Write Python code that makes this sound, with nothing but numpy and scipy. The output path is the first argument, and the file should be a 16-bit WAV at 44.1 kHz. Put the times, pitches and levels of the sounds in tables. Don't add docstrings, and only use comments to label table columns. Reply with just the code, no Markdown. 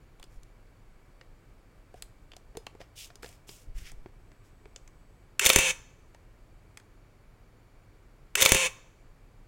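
import sys
import numpy as np
from scipy import signal
from scipy.fft import rfft, irfft
from scipy.io import wavfile
from scipy.ndimage import uniform_filter1d

SR = 44100
rng = np.random.default_rng(int(sys.argv[2]) if len(sys.argv) > 2 else 0)


def generate_wav(signal):
    frames = np.transpose(np.atleast_2d(signal))
    scaled = np.clip(frames, -1, 1) * 32767
    pcm = np.round(scaled).astype(np.int16)
    wavfile.write(sys.argv[1], SR, pcm)


N = 417911
T = np.arange(N) / SR
HIT = T[:8192]

# (pitch [Hz], relative level [dB], time to fade by 60 dB [s])
BODY_NOTES = [(412, -8, 0.094), (545, -8, 0.081), (672, -6.5, .04), (955, -9.5, 0.04), (1130, -7, 0.069),
              (2310, -1.5, 0.035), (2670, -2.5, .045), (3150, -6.5, .04), (3720, 0, 0.015),
              (4400, -2.5, .04), (6100, -4.5, .05), (6450, -2, 0.044), (7200, -3.5, .05), (9340, -2, 0.03)]
# (time [s], relative level [dB])
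SHOTS = [(5.3934, -0.5), (8.3529, -0.5)]


def undb(db):
    return 10 ** (np.asarray(db) / 20)


def unit(x):
    return x / np.sqrt(np.mean(x ** 2))


def unit_hit(x):
    return x * np.sqrt(.004 * SR / np.sum(x ** 2))


def add(out, s, x):
    i = int(s * SR)
    out[i:i + len(x)] += x[:N - i]


def noise(size):
    return rng.standard_normal(size)


def envelope(attack_s, hold_s, release_s):
    t = T[:int((attack_s + hold_s + 3 * release_s) * SR)]
    return np.minimum(t / attack_s, 1) * undb(-20 * np.maximum(t - attack_s - hold_s, 0) / release_s)


def colour(x, points):
    size = 8192
    hz, db = np.transpose(points)
    f = np.maximum(np.arange(size // 2 + 1) * SR / size, 1)
    cepstrum = irfft(np.log(undb(np.interp(np.log(f), np.log(hz), db))))
    cepstrum[0] /= 2
    response = irfft(np.exp(rfft(2 * cepstrum[:size // 2], size)))
    return signal.fftconvolve(x, response)[:len(x)]


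def ring(x, notes):
    response = np.zeros(len(HIT))
    for hz, db, fade_s in notes:
        detuned_hz = hz * (1 + .0067 * rng.standard_normal())
        response += undb(db) * unit(np.sin(2 * np.pi * detuned_hz * HIT) * undb(-60 * HIT / fade_s))
    return signal.fftconvolve(x, response)[:len(x)]


def contact(rise_s, fall_s):
    shape = np.minimum(HIT / rise_s, 1) * np.exp(-np.maximum(HIT - rise_s, 0) / fall_s)
    x = noise(len(HIT)) * shape
    for _ in range(3):
        even = irfft(np.exp(1j * np.angle(rfft(x))))
        loudness = np.sqrt(np.abs(uniform_filter1d(even ** 2, size=24)) + 1e-18)
        x = shape * np.tanh(even / loudness)
    return x


def grit(size, spread_db):
    return unit(noise(SR) * undb(spread_db * np.minimum(rng.exponential(size=SR), 5)))[:size]


def room_air(air_db=-55, drone_hz=103, drone_db=-67, whistle_hz=8000):
    # (frequency [Hz], relative level [dB])
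    air_tone = [(12, -30), (20, 3.5), (44, -0.5), (65, -13), (107, -8), (204, -18.5), (301, -18.5),
                (446, -20.5), (897, -27), (1150, -27), (2320, -33.5), (3440, -40.5), (7520, -45.5),
                (8180, -46), (16000, -50.5)]
    # (pitch [Hz], level [dB])
    whine_notes = [(2300, -80.5), (4527, -88), (6998, -89)]
    # (start [s], hold [s], level [dB])
    whistle_spells = [(.5, 4.6, -90), (4.2, 2.5, -90.5), (7.75, 1.59, -93.5)]
    drone = undb(drone_db) * unit(ring(noise(N), [(drone_hz, 0, .11)]))
    whines = sum(undb(db) * unit(ring(noise(N), [(hz, 0, .04)])) for hz, db in whine_notes)
    swell = np.zeros(N)
    for s, hold_s, db in whistle_spells:
        add(swell, s, undb(db) * envelope(.11, hold_s, .11))
    whistle = np.sqrt(2) * np.sin(2 * np.pi * whistle_hz * T) * swell
    return undb(air_db) * unit(colour(noise(N), air_tone)) + drone + whines + whistle


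def finger_taps(touch_s=.0025):
    # (time [s], knock [dB], click [dB], tick [dB], sharp edge [dB], knock pitch [Hz], click pitch [Hz])
    touches = [(0.197, -56, -58, -66, -60, 1110, 3600), (0.227, -69, -47, -60, -55, 450, 3050),
               (0.239, -53, -53.5, -66, -58, 403, 5160), (0.432, -71, -62, -59.5, -61, 350, 4590),
               (1.211, -56, -48.5, -83, -78, 530, 1920), (1.9407, -42, -60.5, -68, -67, 744, 1870),
               (2.022, -53, -40, -46.5, -40, 760, 4270), (2.317, -60, -47.5, -68, -67, 745, 3170),
               (2.334, -55, -50, -66, -71, 1120, 3150), (2.365, -48.5, -50.5, -52, -54, 760, 5200),
               (2.551, -42.5, -60, -79, -80, 430, 1940), (2.57, -33.5, -44, -43.5, -43, 470, 3900),
               (2.666, -41, -38, -48, -53, 1120, 2760), (2.75, -47, -66, -70, -75, 468, 1840),
               (2.803, -42.5, -56, -70, -76, 606, 2260), (2.813, -44.5, -47, -66, -77, 750, 1960),
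               (3.102, -52.5, -51, -77, -79, 706, 1590), (3.155, -55, -53.5, -52, -54, 410, 5200),
               (3.23, -41.5, -41.5, -56, -53, 470, 1530), (3.244, -41.5, -44, -59, -66, 485, 1770),
               (3.26, -49, -47.5, -63, -66, 700, 5260), (3.289, -53.5, -57, -57, -55, 720, 5270),
               (3.491, -47, -43.5, -62, -57, 405, 5100), (3.917, -52, -58, -54, -52.5, 302, 2210),
               (4.059, -40.5, -58, -88, -88, 380, 2220), (4.316, -56, -58.5, -67, -80, 345, 1800),
               (4.655, -46.5, -56.5, -72, -74, 425, 2270), (4.7605, -52.5, -46, -43.5, -74, 526, 3100),
               (4.876, -66, -56.5, -55, -62, 315, 2190), (6.146, -51.5, -56, -64, -66, 960, 1890),
               (6.7723, -59, -43.5, -52.5, -49.5, 878, 2190), (6.798, -60.5, -56, -68.5, -66, 285, 1570)]
    knock_tone = [(80, 3), (250, -2), (400, 3.5), (750, 4.5), (1200, -8.5), (2500, -18), (6000, -48)]
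    click_tone = [(400, -26.5), (1200, -4), (2000, -3), (3100, 1), (4800, -1.5), (8000, -21),
                  (15000, -54)]
    tick_tone = [(1500, -36), (4500, -6.5), (6800, 5), (8600, -5.5), (11000, -26), (15500, -26)]
    edge_tone = [(3000, -59), (8000, 2), (10500, -4.5), (15500, -14)]
    # (pitch [times the click pitch], relative level [dB])
    shell = [(.73, -27), (1, 12), (1.14, 13), (1.55, 7.5)]
    out = np.zeros(N)
    for s, knock_db, click_db, tick_db, edge_db, knock_hz, click_hz in touches:
        knock = unit_hit(colour(contact(touch_s / 2, 1.41 * touch_s), knock_tone))
        knock += unit_hit(ring(knock, [(knock_hz, 0, .036)]))
        click = unit_hit(colour(contact(touch_s / 2, touch_s), click_tone))
        click += unit_hit(ring(click, [(click_hz * ratio, db, .01) for ratio, db in shell]))
        tick = colour(contact(.4 * touch_s, .7 * touch_s), tick_tone)
        edge = colour(contact(.54 * touch_s, touch_s / 2), edge_tone)
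        layers = [(knock, knock_db), (click, click_db - 1), (tick, tick_db - 1), (edge, edge_db - 1)]
        add(out, s, sum(undb(db) * unit_hit(x) for x, db in layers))
    return out


def grip_bumps(gain_db=-2):
    # (time [s], relative level [dB])
    shifts = [(.2, -46), (0.271, -47), (.355, -40), (3.666, -35), (3.745, -32), (3.783, -33.5),
              (3.901, -39), (3.975, -37)]
    rumble_tone = [(10, 2), (28, 0), (55, -13), (90, -19), (160, -33), (600, -60), (3000, -90)]
    bump = envelope(attack_s=.0145, hold_s=.0208, release_s=.048)
    out = np.zeros(N)
    for s, db in shifts:
        rumble = colour(noise(2 * SR), rumble_tone)[-len(bump):]
        add(out, s, undb(db + gain_db) * bump * unit(rumble))
    return out


def skin_slides(spread_db=3.5, catch_db=1.5, ease_db_per_s=95, lift_s=.058):
    # (time [s], rise [s], hold [s], relative rasp level [dB], hiss level [dB], low end of the rasp [Hz])
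    strokes = [(0.282, 0.052, 0.037, -77, -72, 3500), (1.944, .02, 0.035, -66, -71, 600),
               (2.797, 0.01, 0.0051, -54.5, -66, 600), (2.953, 0.044, 0.057, -46.5, -48, 2690),
               (3.223, 0.0038, .13, -55.5, -55.5, 1700), (3.467, 0.025, 0.14, -56.5, -53, 2500),
               (3.742, 0.039, 0.052, -55.5, -58, 1330), (3.824, 0.047, .02, -50, -57.5, 1440),
               (4.433, 0.018, 0.028, -73, -72, 3500)]
    rasp_tone = [(1000, 7.5), (2400, 9.5), (3300, 7.5), (4200, 1.5), (5300, 6.5), (6300, -1),
                 (8000, -16), (15000, -21)]
    hiss_tone = [(2000, -41), (5500, 4), (7200, 8), (10000, 2.5), (15500, -3.5)]
    out = np.zeros(N)
    for s, attack_s, hold_s, rasp_db, hiss_db, low_hz in strokes:
        pressure = envelope(attack_s, hold_s, lift_s)
        size = len(pressure)
        pressure *= undb(-ease_db_per_s * np.maximum(T[:size] - attack_s, 0))
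        catch = undb(catch_db * unit(uniform_filter1d(noise(SR), size=150))[:size])
        rasp = colour(catch * grit(size, spread_db), rasp_tone)
        rasp = signal.sosfilt(signal.butter(5, low_hz, "high", fs=SR, output="sos"), rasp)
        hiss = colour(catch * grit(size, spread_db), hiss_tone)
        add(out, s, pressure * (undb(rasp_db - 1) * unit(rasp) + undb(hiss_db) * unit(hiss)))
    return out


def strap_fitting(time_s=2.571, level_db=-55):
    metal_notes = [(2900, -10, .2), (3480, -10, .2), (5010, 0, .22)]
    out = np.zeros(N)
    add(out, time_s, undb(level_db) * unit_hit(ring(contact(.0002, .0003), metal_notes)))
    return out


def shutter_and_mirror(ring_db=-8, thud_db=-11):
    # (time into the shot [s], relative level [dB], rise [s], fall [s], part [name])
    blows = [(0, -17.5, 0.0022, .0022, "latch"), (.05, -24, .002, .0024, "latch"),
             (.0574, -18.5, 0.0027, .0035, "lever"), (.0667, -11.5, .0022, .0036, "mirror_up"),
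             (.0738, -16, 0.00079, .0027, "lever"), (.0978, -17, .0016, .003, "lever"),
             (.1056, -11, .0025, .002, "shutter"), (.1372, -21, .0026, .0019, "lever"),
             (.1665, -10.5, 0.0013, .0016, "mirror_down"), (0.1919, -17, .0024, .0043, "mirror_down"),
             (.2118, -27, .002, .003, "latch")]
    part_tones = {"latch": [(88, -63), (150, -30.5), (414, -19), (854, -21.5), (1500, -1.5), (2140, -10),
                  (2760, 3.5), (3840, -13.5), (6640, -8.5), (7320, -3), (11000, -14.5), (14800, -13.5),
                  (16000, -24.5)], "lever": [(88, -33.5), (150, -13), (1310, -6.5), (2700, -6),
                  (4160, -4.5), (6640, -2), (10000, -1), (11000, -5.5), (11900, -3), (14500, -12),
                  (16000, -13.5)], "mirror_up": [(60, -4.5), (350, -18.5), (560, -4.5), (800, -21),
                  (1600, -16.5), (2150, -0.5), (2800, -6.5), (3600, 2.5), (4200, -12), (5000, -13.5),
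                  (6600, -2), (9000, -14), (11500, -13.5), (15500, -10)], "shutter": [(60, -13.5),
                  (300, -15.5), (550, -1.5), (850, -15.5), (1300, 0), (1650, -22.5), (2330, 2.5),
                  (2800, -4.5), (3650, -2.5), (5200, -10.5), (7400, -14), (11000, -17), (15500, -16)],
                  "mirror_down": [(40, 0), (270, -4.5), (410, 0), (750, -3.5), (1300, -6.5), (1800, -2),
                  (2700, -1.5), (3900, -7.5), (5200, -9), (6300, 0.5), (8000, -5), (9300, -1),
                  (11500, -11.5), (15500, -11)]}
    thud_notes = [(44.7, -6, .13), (115, -1.5, .08), (269.8, -2.5, .025), (412, -.5, .027)]
    out = np.zeros(N)
    for shot_s, shot_db in SHOTS:
        for after_s, blow_db, rise_s, fall_s, part in blows:
            s, db = shot_s + after_s, shot_db + blow_db
            clack = unit_hit(colour(contact(rise_s, fall_s), part_tones[part]))
            body = undb(ring_db) * unit_hit(ring(clack, BODY_NOTES))
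            add(out, s, undb(db) * (clack + body))
            if part == "mirror_down":
                add(out, s, undb(db + thud_db) * unit_hit(ring(clack, thud_notes)))
    return out


def winding_motor(full_hz=177, spin_up_s=.0026, brake_hz_per_s=1800, wobble=.007, throb=.083):
    # (time into the shot [s], turns per second [Hz])
    shaft_speeds = [(.016, 121.4), (.04, 146.5), (.066, 177), (.087, 181.1), (.121, 144.6), (.174, 177.9),
                    (.267, 176), (.29, 168), (.316, 173.5)]
    # (pitch [times the shaft speed], relative level [dB])
    whine_notes = [(1, -16.5), (3, -8.5), (5, -17.5), (6, -13), (9, -17.5), (10, -8), (11, -13), (13, -2.5),
                   (14, -3), (15, 4), (16, -13), (17, -17.5), (18, -5), (21, -9.5), (25, -14), (34, -15.5),
                   (37, -8.5), (40, -18)]
    # (frequency [Hz], relative level [dB])
    gear_tone = [(60, -24), (280, -24.5), (420, -5.5), (750, -12), (1020, -5.5), (1300, -11.5),
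                 (2000, -4.5), (2600, 0.5), (3500, -3), (3950, -10), (4400, -8.5), (4900, -10), (6700, -1),
                 (9700, -8.5), (11500, -18.5), (15500, -24.5)]
    teeth = np.sign(noise(256))
    start_s, stop_s = shaft_speeds[0][0], shaft_speeds[-1][0]
    power = np.pad(envelope(spin_up_s, stop_s - start_s - spin_up_s, release_s=.016), (0, len(HIT)))
    t = start_s + T[:len(power)]
    braking_hz = brake_hz_per_s * np.maximum(t - stop_s, 0)
    shaft_hz = np.maximum(np.interp(t, *np.transpose(shaft_speeds)) - braking_hz, full_hz / 2)
    gain = power * undb(-28 + 3.5 * np.log2(shaft_hz / full_hz))
    load = np.clip(1 - (t - .165) / .031, 0, 1)
    whine_db = -.5 - 5.5 * load
    out = np.zeros(N)
    for shot_s, shot_db in SHOTS:
        judder = wobble * undb(-whine_db) * unit(uniform_filter1d(noise(SR), size=160))[:len(t)]
        turns = np.cumsum(shaft_hz * (1 + judder)) / SR
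        angle = 2 * np.pi * turns
        whine = unit(sum(undb(db) * np.sin(multiple * angle + rng.uniform(0, 2 * np.pi))
                         for multiple, db in whine_notes))
        tooth = (turns % 1 * len(teeth)).astype(int)
        chatter = undb(-3) * teeth[tooth] + grit(len(t), spread_db=1.4)
        rattle = gain * unit(colour(chatter * np.exp(throb * np.cos(angle)), gear_tone))
        body = undb(-8) * np.std(rattle) * unit(ring(rattle, BODY_NOTES))
        add(out, shot_s + start_s, undb(shot_db) * (rattle + body + gain * undb(whine_db) * whine))
    return out


def room_echo(x, early_db=-14, early_s=.024, tail_db=-20, tail_s=.62):
    wall_tone = [(100, -11), (500, -7.5), (1200, 3.5), (2600, -8), (7000, .5), (10000, -2.5),
                 (15000, -3.5)]
    t = T[:SR]
    early = noise(SR) * np.exp(-t / early_s) * (t > .002)
    tail = colour(noise(SR), wall_tone) * undb(-60 * t / tail_s) * np.minimum(t / .005, 1)
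    dull = signal.sosfilt(signal.butter(4, 9000, fs=SR, output="sos"), tail)
    tail = dull + (tail - dull) * np.exp(-t / .27)
    response = (undb(early_db) * unit(early) + undb(tail_db) * unit(tail)) / np.sqrt(SR)
    return signal.fftconvolve(x, response)[:N]


def stereo_width(x, side_db=-10, smear_s=.004):
    smear = noise(len(HIT)) * np.exp(-HIT / smear_s)
    treble = signal.sosfiltfilt(signal.butter(6, 5000, "high", fs=SR, output="sos"), x)
    return undb(side_db) * signal.fftconvolve(treble, smear / np.linalg.norm(smear))[:N]


def scene():
    clicks = shutter_and_mirror() + finger_taps()
    camera = clicks + winding_motor() + strap_fitting() + skin_slides()
    middle = camera + room_echo(camera) + grip_bumps() + room_air()
    side = stereo_width(clicks)
    return np.array([middle + side, middle - side])


def record(dry):
    treble_cut = signal.ellip(10, .1, 70, 16100, fs=SR, output="sos")
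    return signal.sosfilt(treble_cut, np.clip(dry, -1, 1))


dry = scene()
out = record(dry)
generate_wav(out)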